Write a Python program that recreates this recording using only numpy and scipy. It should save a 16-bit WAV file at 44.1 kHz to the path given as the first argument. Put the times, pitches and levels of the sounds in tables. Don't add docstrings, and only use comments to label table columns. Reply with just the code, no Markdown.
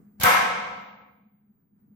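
import sys
import numpy as np
from scipy import signal
from scipy.fft import rfft, irfft, next_fast_len
from scipy.io import wavfile
from scipy.ndimage import uniform_filter1d, map_coordinates

SR = 44100
rng = np.random.default_rng(int(sys.argv[2]) if len(sys.argv) > 2 else 0)


def waveform_to_disk(signal):
    frames = np.transpose(np.atleast_2d(signal))
    scaled = np.clip(frames, -1, 1) * 32767
    samples = np.round(scaled).astype(np.int16)
    wavfile.write(sys.argv[1], SR, samples)


N = 85995
T = np.arange(N) / SR

# start in seconds, relative levels in dB of the crack,
# door ring, rattle and bolt ping, then how much louder on the left in dB.
LATCH_HITS = [(0.1995, -29.5, -44.5, -41.5, -44, -2), (0.2095, -25, -24, -24.5, -37, -3.5),
              (0.2339, -9.5, 1, -16.5, -34.5, -0.5)]
# frequency in Hz, relative level in dB.
CRACK_TONE = [(200, -8), (1000, 0.5), (2500, -2), (5000, -2), (8500, -2), (9800, -7.5), (11200, 0),
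              (13700, 3.5), (14600, -4.5), (16000, -5.5)]
RATTLE_TONE = [(100, -8), (370, -25), (480, -4), (620, -5.5), (1080, 0), (1190, -7), (1310, 6),
               (1430, -6.5), (1540, -1.5), (1900, -7.5), (2200, -2.5), (3000, -9), (6500, -19.5),
               (10000, -30), (12600, -24), (16000, -32)]
CRACK_FADE_S = 0.056

def latch():
    bolt_hz, bolt_width_hz = 12500, 260
    out = np.zeros((2, N))
    for start, crack_db, _, rattle_db, bolt_db, pan_db in LATCH_HITS:
        t = T - start
        hiss = rng.standard_normal((2, N))
        ping = unit(filtered(hiss, lambda hz: np.exp(-((hz - bolt_hz) / bolt_width_hz) ** 2)))
        bolt = amp(bolt_db) * ping * fade(t, .12)
        crack = amp(crack_db) * unit(noise(CRACK_TONE)) * fade(t, CRACK_FADE_S)
        rattle = amp(rattle_db) * unit(noise(RATTLE_TONE)) * fade(t, .17) * rise(t, .0026)
        out += pan(pan_db) * (crack + bolt) + rattle
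    return out


def knock():
    contact_s = .0004
    starts, crack_db, *_ = np.transpose(LATCH_HITS)
    age = np.maximum(T - starts[:, None], 0) / contact_s
    shoves = np.e * age * (1 - age / 2) * np.exp(-age)
    return amp(crack_db - 5.5) @ shoves


# frequency in Hz, relative level in dB.
SCRAPE_TONE = [(300, -13.5), (1200, -6.5), (2500, -1), (3800, 1.5), (5200, -6.5), (7000, -10.5),
               (8500, -18.5), (15000, -17)]

def scrape():
    start_s, length_s = .2115, .014
    t = T - start_s
    stroke = (t > 0) * fade(np.maximum(t - length_s, 0), CRACK_FADE_S)
    grit = unit(noise(SCRAPE_TONE) * amp(5 * wobble(500)))
    return amp(-27) * stroke * grit


# start in seconds, relative level in dB, starting pitch in Hz,
# how much louder on the left in dB.
DOOR_PUSHES = [(0.1982, -26.5, 170, 9), (0.2335, -15, 280, -1.5)]

def thump():
    end_hz, sink_per_s = 64, 170
    out = np.zeros((2, N))
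    for start, db, hz, pan_db in DOOR_PUSHES:
        t = np.maximum(T - start, 0)
        cycles = end_hz * t + (hz - end_hz) * (1 - np.exp(-sink_per_s * t)) / sink_per_s
        out -= amp(db) * pan(pan_db) * np.sin(2 * np.pi * cycles) * fade(t, .076) * rise(t, .0012)
    return signal.sosfilt(signal.butter(2, 50, "high", fs=SR, output="sos"), out)


# pitch in Hz, relative level in dB,
# how much louder on the left in dB.
DOOR_NOTES = [(182, -35, -4), (264.5, -42.5, -10), (489.8, -30, 2), (541.4, -35.5, -7.5), (731, -21.5, -3),
              (920, -37.5, 0.5), (959.5, -34.5, -7), (1029.5, -22.5, 6.5), (1082, -22.5, 0.5),
              (1293.4, -21.5, 8), (1538, -23.5, 2), (1563, -25, 10.5), (1828, -33, 5), (1877, -38.5, 3),
              (2071, -32.5, 18.5), (2151, -29.5, 13), (2296, -34.5, 3)]

def door_ring():
    wobbles_per_s = 26
    out = np.zeros((2, N))
    starts, _, ring_db, *_ = np.transpose(LATCH_HITS)
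    t = T - starts[:, None]
    own_ring = amp(-4.5) * fade(t, .17) * rise(t, .037)
    room_build = amp(-3.5) * rise(t, .011)
    bounce = amp(4 * np.exp(-((t - .045) / .016) ** 2))
    for hz, db, pan_db in DOOR_NOTES:
        held = room_build * fade(t, along(ROOM_FADES, hz))
        loudness = amp(ring_db) @ (bounce * (own_ring + held))
        apart = np.clip(1 - along(EAR_LIKENESS, hz), 0, 1)
        phase = 2 * np.pi * (hz * T + rng.random())
        for ear, side in enumerate((1, -1)):
            drift = apart * (side * np.pi / 4 + .57 * wobble(wobbles_per_s))
            flutter_db = 1.5 * wobble(wobbles_per_s)
            out[ear] += amp(db + side * pan_db / 2 + flutter_db) * loudness * np.sin(phase + drift)
    return out


# frequency in Hz, seconds to fade by 60 dB.
ROOM_FADES = [(80, 1.97), (200, 1.5), (700, 1.2974), (1400, 1.0964), (2200, 1.1511), (4000, 1.0832),
              (6000, 0.8883), (8000, 0.7239), (11000, 0.4826), (15000, 0.29)]
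# frequency in Hz, relative level in dB.
ROOM_TONE = [(60, -13), (130, -12.5), (250, -3), (500, 10), (1000, 15.5), (2000, 14), (4000, 5), (8000, 4),
             (13000, 7.5)]

def restroom(x):
    hz, t, bands = signal.stft(noise(ROOM_TONE), SR, nperseg=256)
    fading = bands * fade(t, along(ROOM_FADES, hz)[:, None])
    echo = signal.istft(fading, SR, nperseg=256)[1][:, :N]
    early_dip = amp(-1.5 * np.exp(-((T - .04) / .02) ** 2))
    echo = echo * early_dip * rise(T - .003, .012) / np.sqrt(SR / 10)
    return signal.fftconvolve(x, echo, axes=1)[:, :N]


# time in seconds, then levels in dB of hum, rumble and hiss.
VENT_LEVELS = [(0, -63, -54, -63.5), (.1, -56.5, -62.5, -67), (.18, -49, -61, -68),
               (0.601, -54.5, -61.5, -74.5), (1.15, -57.5, -68.5, -93), (1.3, -62.5, -72, -81.5),
               (1.62, -72.5, -68, -73.5), (1.7, -58, -67.5, -79), (1.8, -67, -66, -70.5),
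               (1.88, -59.5, -60.5, -74), (1.95, -53, -67, -70)]
# frequency in Hz, relative level in dB.
DUCT_TONE = [(25, -27), (60, -12.5), (125, -0.5), (160, -0.5), (205, 1.5), (270, -3), (330, -13), (440, -8),
             (600, -31.5), (2000, -49), (6000, -68)]
AIR_TONE = [(30, 1), (500, 2.5), (900, 4), (1300, 3), (2100, -4.5), (3500, -17), (8000, -16), (15000, -19)]

def ventilation():
    hum_hz = 207.2
    times, *levels = np.transpose(VENT_LEVELS)
    hum_gain, duct_gain, air_gain = [amp(np.interp(T, times, db)) for db in levels]
    tone = np.sin(2 * np.pi * hum_hz * T + .5 * wobble(37))
    hum = hum_gain * unit(tone * amp(-7.5 * wobble(37)))
    rumble = duct_gain * unit(noise(DUCT_TONE))
    hiss = air_gain * unit(noise(AIR_TONE))
    return (hum + rumble) * pan(0.87) + hiss


def whine():
    pitch_hz = 15226
    out = np.zeros((2, N))
    for ear in range(2):
        tone = np.sin(2 * np.pi * pitch_hz * T + 1.1 * wobble(30))
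        out[ear] = amp(-76) * unit(tone * amp(2.5 * wobble(12)))
    return out


# frequency in Hz, likeness from 0 to 1.
EAR_LIKENESS = [(60, 0.27), (180, 0.97), (400, 0.24), (900, 0.017), (10000, 0.034)]

def noise(tone):
    def gains(hz):
        angle = np.arccos(np.clip(along(EAR_LIKENESS, hz), -1, 1)) / 2
        return amp(along(tone, hz)) * [np.cos(angle), np.sin(angle)]
    mid, side = filtered(rng.standard_normal((2, N)), gains)
    return np.array([mid + side, mid - side])


def amp(db):
    return 10 ** (np.asarray(db) / 20)


def unit(x):
    return x / np.sqrt(np.mean(x ** 2) + 1e-20)


def along(points, hz):
    freqs, values = np.transpose(points)
    return np.interp(np.log(hz + 1), np.log(freqs + 1), values)


def wobble(rate):
    return map_coordinates(rng.standard_normal(1024), [T * rate], mode="wrap")


def filtered(x, gains):
    size = next_fast_len(N + SR // 2)
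    return irfft(rfft(x, size) * gains(np.fft.rfftfreq(size, 1 / SR)), size)[..., :N]


def fade(t, seconds):
    return (t >= 0) * np.exp(-np.log(1000) * np.maximum(t, 0) / seconds)


def rise(t, seconds):
    return 1 - np.exp(-np.maximum(t, 0) / seconds)


def pan(db):
    return amp(np.array([[db], [-db]]) / 2)


def scene():
    blows = latch() + knock() + scrape() + thump()
    return amp(-4) * blows + amp(-1.5) * restroom(blows) + door_ring() + ventilation() + whine()


# frequency in Hz, white noise level in dB.
QUIET_LEVELS = [(100, -60), (250, -57), (500, -47.5), (1100, -46), (2000, -50), (4000, -58.5), (8000, -71),
                (15000, -73.5)]

def record(dry):
    lowest_gain, top_hz = amp(-11), 15900
    hz, _, bands = signal.stft(dry, SR, nperseg=512)
    power = np.mean(np.abs(bands) ** 2, axis=0)
    power = uniform_filter1d(power, size=3, axis=0)
    power = np.abs(uniform_filter1d(power, size=5, axis=1))
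    threshold = amp(along(QUIET_LEVELS, hz))[:, None] ** 2 * 1.5 / 512
    gain = lowest_gain + (1 - lowest_gain) * power / (power + threshold)
    quieted = signal.istft(bands * gain, SR, nperseg=512)[1][:, :N]
    return filtered(quieted, lambda hz: 1 / (1 + (hz / top_hz) ** 160))


dry = scene()
out = record(dry)
waveform_to_disk(out)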